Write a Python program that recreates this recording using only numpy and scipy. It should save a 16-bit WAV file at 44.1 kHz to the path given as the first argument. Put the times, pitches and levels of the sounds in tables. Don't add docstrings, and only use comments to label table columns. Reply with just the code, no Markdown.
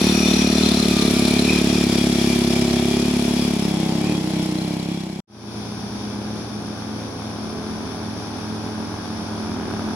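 import sys
import numpy as np
from scipy import signal
from scipy.fft import rfft, irfft
from scipy.io import wavfile
from scipy.ndimage import uniform_filter1d

SR = 44100
rng = np.random.default_rng(int(sys.argv[2]) if len(sys.argv) > 2 else 0)


def transcribe(signal):
    frames = np.atleast_2d(signal).T
    limited = np.clip(frames, -1, 1)
    pcm = np.round(limited * 32767).astype(np.int16)
    wavfile.write(sys.argv[1], SR, pcm)


N = 438794
TIME = np.arange(N) / SR
SILENCE_FROM_S, RESUME_S, FADE_S = 5.203, 5.272, 0.31

# time_s, firings_per_s
NEAR_REVS = [(0.0, 37.25), (0.75, 36.51), (1.15, 34.74), (1.6, 35.98), (1.9, 34.7), (2.7, 34.2),
             (3.05, 35.32), (3.6, 34.75), (3.85, 32.56), (4.1, 34.18), (4.5, 31.24), (4.7, 33.42),
             (5.2, 32.67)]
# start_s, surge_firings_per_s
ROAD_BUMPS = [(0.32, 0.82), (0.55, 1.41), (1.45, 1.63), (1.68, 1.41), (1.97, 0.61), (3.02, 0.84),
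              (3.36, 0.94), (4.03, 5.15), (4.84, 1.91)]
# time_s, level_db
NEAR_LEVEL = [(0, -18), (1.3, -18), (2.3, -19), (3.35, -20), (3.95, -22.5), (4.5, -23.5), (4.95, -27),
              (5.2, -31)]
# time_s, view (0 beside, 1 behind, 2 or more far behind)
NEAR_VIEW = [(0, 0), (2.0, 0.66), (2.8, 1.02), (3.45, 1.43), (3.85, 2), (5.2, 3)]
# pitch_hz, level_db
SILENCER_BESIDE = [(35, -35), (70, -7), (100, -10), (135, -21.5), (175, 0.5), (215, 1.5), (245, 0),
                   (262, 0.5), (292, -11), (335, -3), (420, -10), (495, -26.5), (660, -16.5), (950, -37),
                   (2500, -69)]
SILENCER_BEHIND = [(35, -36), (70, -8), (105, -13.5), (130, -10), (160, -9), (210, -5.5), (247, 3),
                   (282, -19.5), (312, -7), (390, -9.5), (425, -13.5), (475, -35), (660, -20.5), (950, -34),
                   (2500, -46.5)]
SILENCER_FAR = [(35, -31), (70, -10.5), (100, -10.5), (130, -11), (175, 2.5), (200, 2), (245, -2),
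                (275, -13), (312, -2), (370, -12), (490, -23.5), (820, -22.5), (1300, -36.5), (2500, -37)]
# pitch_hz, level_db
RASP_TONE = [(200, -0.5), (700, -2), (1300, -12), (2200, -5), (5000, -4), (8000, -5.5), (11000, -6),
             (16000, -21)]
CLATTER_TONE = [(100, 4.5), (600, 2.5), (1300, -3.5), (1900, -2.5), (2500, -2.5), (5600, -4), (6400, -6.5),
                (10000, -11), (13000, -19), (16000, -22)]
# pitch_hz, width_hz, beside_db, behind_db
CASE_NOTES = [(1280, 107, -3.5, -15.5), (3358, 170, -3.5, 2), (3545, 120, 3.5, -6.5), (4270, 300, 0, -12),
              (4670, 120, -3.5, -1), (5240, 220, -4, -3)]
# part_name, peak_s, width_s, gain_db
FACING_MOMENTS = [("low mode", 0.19, 0.13, 4), ("low mode", 1.29, 0.22, 5.6),
                  ("high mode", 0.32, .42, 11.3), ("valve", 0.75, 0.36, 13.7), ("valve", 1.36, .25, 9.3),
                  ("valve", 4.58, 0.4, 8)]

# time_s, scooter_firings_per_s, underbone_firings_per_s, third_firings_per_s
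FAR_REVS = [(5.3, 42.5, 34.2, 56.8), (6.3, 42.8, 34.2, 56.7), (7.8, 42.7, 35.8, 53.7),
            (8.3, 43.3, 36.1, 53), (9.95, 43.2, 35.9, 51.6)]
# start_db, change_db_per_s, rev_waver_share
FAR_BIKES = [(-39, 1.5, .004), (-38, 0.18, .009), (-36.3, -0.27, 0.005975)]
# pitch_hz, level_db
SCOOTER_SILENCER = [(43, -33.5), (86, -4), (129, -16.5), (172, -2), (214, 2.5), (258, -3), (300, -5),
                    (345, -18), (425, -11.5), (480, -28), (780, -14.5), (1150, -22.5), (1600, -25),
                    (2000, -44.5)]
UNDERBONE_SILENCER = [(35, -23), (70, -7), (105, -8.5), (140, -12), (175, -4), (208, 3), (245, 0),
                      (285, -11.5), (390, -8.5), (480, -23), (800, -22.5), (1500, -36), (2000, -38)]
THIRD_SILENCER = [(53, -25), (108, -0.5), (160, -14.5), (215, -8), (270, -10), (330, -16), (600, -19),
                  (1500, -42)]
# peak_s, gain_db
THROTTLE_PUSHES = [(6.2, 4.5), (7.7, 5), (9.7, 6.5)]
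# pitch_hz, level_db
BUZZ_TONE = [(400, -17.5), (600, -2.5), (740, 0), (900, -5.5), (1170, -5.5), (1600, -8.5), (2100, -19.5)]
RUSH_TONE = [(25, -22), (80, -1.5), (250, 2), (500, -1.5), (850, -1.5), (1200, -3), (1600, -4.5),
             (1900, -15.5), (3000, -20.5)]
FOREST_TONE = [(1500, -2.5), (2000, -7), (2400, 0), (2800, -8.5), (3500, 1), (4000, -4.5), (4800, 1.5),
               (5600, 1), (6200, -2.5), (7200, -18), (8500, -21), (9500, -9), (11000, -14.5),
               (13000, -30.5), (16000, -21)]

# pitch_hz, left_db, right_db
MIC_TONE = [(980, 1, 1), (1370, -3, 0), (2340, 0.5, -1), (3380, 3, -4), (4770, 1, -2), (5670, 5, -3.5),
            (6280, -2, -1.5), (7470, -9.5, 4.5), (7720, -11, 0), (9090, 4, -7.5), (10120, 8, -13),
            (12650, -1, -2.5), (16000, -3.5, -0.5)]
# pitch_hz, difference_db
STEREO_SPREAD = [(60, -11.5), (200, -5.5), (500, -5.5), (1000, -6.5), (2000, 1.5), (16000, 1.5)]


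def near_bike():
    surge = wheel_hop()
    revs = in_time(NEAR_REVS)[0] + surge
    cycles = np.cumsum(revs) / SR + .45
    level_db, view = in_time(NEAR_LEVEL)[0], in_time(NEAR_VIEW)[0]
    away = np.clip(view, 0, 2)
    thuds = from_db(level_db + 0.57 * surge) * exhaust(cycles, away)
    metal_db = level_db - 11 - 2 * view + 0.23 * surge
    left, right = thuds + from_db(metal_db) * engine_metal(cycles, revs, surge, away)
    lag_s = np.interp(TIME, [0, 5], [0, .0001])
    return np.array([np.interp(TIME - lag_s, TIME, left), right])


def wheel_hop(bounce_hz=3.5, decay_s=.25):
    surge = 0
    for start_s, size in ROAD_BUMPS:
        age_s = np.maximum(TIME - start_s, 0)
        surge = surge + size * np.sin(2 * np.pi * bounce_hz * age_s) * np.exp(-age_s / decay_s)
    return surge


def exhaust(cycles, away):
    clicks = firings(cycles, uneven_db=.5, jitter_s=.00006)
    tones = (SILENCER_BESIDE, SILENCER_BEHIND, SILENCER_FAR)
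    shares = [np.maximum(1 - abs(away - view), 0) for view in range(3)]
    thuds = steady(sum(share * colour(clicks, tone) for share, tone in zip(shares, tones)))
    bounce_s = .006 + .0012 * drift(2.5)
    thuds = steady(thuds + from_db(-19 + 2 * away) * np.interp(TIME - bounce_s, TIME, thuds))
    travel = 2.183 * TIME
    echo = sum(share * tree_echo(thuds, fade_s=0.39, above_hz=422)
               for share in (np.cos(travel), np.sin(travel)))
    return thuds + from_db(-9 + 5.5 * away) * echo


def engine_metal(cycles, revs, surge, away):
    knocks = 0.84 + 0.21 * knock(cycles, -.1, 0.06) + 0.47 * knock(cycles, -.3, 0.14)
    shake = rms_one(knocks) * from_db(drift(130))
    blows = shake * direct_stereo(rng.standard_normal((2, N)))
    ringing = from_db(-1.5) * case_ring(blows, away) + valve_tick(blows, cycles, surge)
    rasp = from_db(-7) * gas_rasp(cycles)
    clatter = from_db(1) * shake * noise(CLATTER_TONE, spread_db=-1)
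    return ringing + rasp + clatter + shake * chain_song(revs, surge, away) + gear_whine(cycles)


def case_ring(blows, away):
    behind = np.minimum(away, 1)
    ring = 0
    for pitch_hz, width_hz, beside_db, behind_db in CASE_NOTES:
        level_db = beside_db + (behind_db - beside_db) * behind + 2 * drift(14)
        ring = ring + from_db(level_db) * resonate(blows, pitch_hz, width_hz)
    return rms_one(ring)


def valve_tick(blows, cycles, surge):
    taps = blows * (0.14 + knock(cycles, -0.11, 0.14)) * from_db(2.3 * drift(25))
    level_db = -11 + 1.3 * surge + facing_db("valve")
    return from_db(level_db) * resonate(taps, pitch_hz=4110, width_hz=190)


def gas_rasp(cycles):
    hiss = noise(RASP_TONE, spread_db=-4)
    return hiss * rms_one(knock(cycles, .04, .17) * from_db(1.5 * drift(35)))


def chain_song(revs, surge, away):
    low_hz = 2380 + 44.8 * (revs - 35)
    low_db = -5.5 + 2.5 * surge + facing_db("low mode") - 1.5 * away + 2 * drift(12)
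    high_db = -13 + facing_db("high mode")
    low = from_db(low_db) * metal_note(low_hz, width_hz=190)
    return low + from_db(high_db) * metal_note(pitch_hz=5745, width_hz=110)


def metal_note(pitch_hz, width_hz):
    smoothing = signal.butter(2, width_hz / 2, fs=SR, output="sos")
    flutter = signal.sosfilt(smoothing, rng.standard_normal((2, 2, N)))
    phase = 2 * np.pi * np.cumsum(pitch_hz * np.ones(N)) / SR
    return rms_one(direct_stereo(flutter[0] * np.cos(phase) + flutter[1] * np.sin(phase)))


def facing_db(part):
    return sum(gain_db * swell(peak_s, width_s)
               for name, peak_s, width_s, gain_db in FACING_MOMENTS if name == part)


def gear_whine(cycles, teeth_per_cycle=34):
    loudness = from_db(-12.5 + 3 * drift(20)) * swell(peak_s=0.89, width_s=0.48)
    return loudness * rms_one(np.sin(2 * np.pi * teeth_per_cycle * cycles))


def far_bikes():
    elapsed_s = np.maximum(TIME - RESUME_S, 0)
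    levels_db = [start_db + db_per_s * elapsed_s for start_db, db_per_s, _ in FAR_BIKES]
    levels_db[1] += sum(gain_db * swell(peak_s, width_s=0.37) for peak_s, gain_db in THROTTLE_PUSHES)
    bike_cycles = [np.cumsum(revs * (1 + waver * drift(6))) / SR
                   for revs, (_, _, waver) in zip(in_time(FAR_REVS), FAR_BIKES)]
    silencers = (SCOOTER_SILENCER, UNDERBONE_SILENCER, THIRD_SILENCER)
    drone, puffs = 0, 0
    for cycles, level_db, silencer in zip(bike_cycles, levels_db, silencers):
        clicks = firings(cycles, uneven_db=.8, jitter_s=.00004)
        drone = drone + from_db(level_db) * rms_one(colour(clicks, silencer))
        puffs = puffs + from_db(level_db) ** 2 * knock(cycles, 0, 0.081)
    drone = drone + from_db(levels_db[0] - 11.5) * scooter_buzz(bike_cycles[0])
    rush = road_rush(puffs, elapsed_s)
    return drone + from_db(-0.5) * tree_echo(drone, fade_s=0.37, above_hz=298) + rush


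def scooter_buzz(cycles):
    return rms_one(colour(firings(2 * cycles, uneven_db=.8, jitter_s=.00002), BUZZ_TONE))


def road_rush(puffs, elapsed_s):
    pulsing = rms_one(1.15 + 0.26 * rms_one(puffs))
    return from_db(-42 + 1.02 * elapsed_s) * pulsing * noise(RUSH_TONE, spread_db=-0.5)


def tree_echo(sound, fade_s, above_hz):
    age_s = TIME[:SR // 4]
    tails = rng.standard_normal((2, len(age_s))) * from_db(-60 * age_s / fade_s) * (age_s > .004)
    highs = signal.sosfilt(signal.butter(3, above_hz, "high", fs=SR, output="sos"), sound)
    return wide_stereo(*[signal.oaconvolve(highs, tail / np.linalg.norm(tail))[:N] for tail in tails])


def forest():
    return from_db(-44 + 0.58 * drift(15)) * noise(FOREST_TONE)


def firings(cycles, uneven_db, jitter_s):
    starts = np.flatnonzero(np.diff(np.floor(cycles)) > 0)
    timing, strength = rng.standard_normal((len(starts), 2)).T
    starts = np.clip(starts + (timing * jitter_s * SR).astype(int), 0, N - 1)
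    clicks = np.zeros(N)
    clicks[starts] = from_db(uneven_db * strength)
    return clicks


def knock(cycles, start, decay):
    return np.exp(-((cycles - start) % 1) / decay)


def swell(peak_s, width_s):
    return np.exp(-((TIME - peak_s) / width_s) ** 2)


def drift(turns_per_s):
    return rms_one(np.interp(TIME * turns_per_s, np.arange(4000), rng.standard_normal(4000)))


def in_time(table):
    times_s, *columns = np.transpose(table)
    return [np.interp(TIME, times_s, column) for column in columns]


def resonate(sound, pitch_hz, width_hz):
    damping = np.exp(-np.pi * 1.5 * width_hz / SR)
    stage = [1, 0, -1, 1, -2 * damping * np.cos(2 * np.pi * pitch_hz / SR), damping * damping]
    return rms_one(signal.sosfilt([stage, stage], sound))


def colour(sound, tone, size=4096):
    pitch_hz, level_db = np.transpose(tone)
    grid_hz = np.maximum(np.arange(size // 2 + 1) * SR / size, 1)
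    edge_cut = np.maximum(pitch_hz[0] / grid_hz, 1) ** 2 * np.maximum(grid_hz / pitch_hz[-1], 1) ** 2
    gain = from_db(np.interp(np.log(grid_hz), np.log(pitch_hz), level_db)) / edge_cut
    cepstrum = irfft(np.log(gain + 1e-5))[:size // 2]
    cepstrum[1:] *= 2
    ring = irfft(np.exp(rfft(cepstrum, size)))
    return signal.oaconvolve(sound, ring)[:N]


def noise(tone, spread_db=0):
    shared, difference = [rms_one(colour(rng.standard_normal(N), tone)) for _ in range(2)]
    return wide_stereo(shared, from_db(spread_db) * difference)


def wide_stereo(shared, difference):
    return shared + colour(difference, STEREO_SPREAD) * np.array([[1], [-1]])


def direct_stereo(pair):
    return pair[0] + from_db(-4.5) * pair[1] * np.array([[1], [-1]])


def steady(sound):
    size = SR // 7
    return sound / np.sqrt(uniform_filter1d(uniform_filter1d(sound ** 2, size), size) + 1e-9)


def rms_one(sound):
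    return sound / np.sqrt(np.mean(sound ** 2) + 1e-20)


def from_db(db):
    return np.exp(np.asarray(db) * (np.log(10) / 20))


def scene():
    fade_in = np.clip((TIME - RESUME_S) / FADE_S, 0, 1)
    return near_bike() * (TIME < SILENCE_FROM_S) + (far_bikes() + forest()) * fade_in


def record(dry):
    tones = np.array(MIC_TONE)
    heard = [colour(dry[side], [(1, 0), *tones[:, [0, side + 1]]]) for side in range(2)]
    cutoff_hz = 15800
    return signal.sosfilt(signal.ellip(12, .1, 90, cutoff_hz, fs=SR, output="sos"), heard)


dry = scene()
out = record(dry)
transcribe(out)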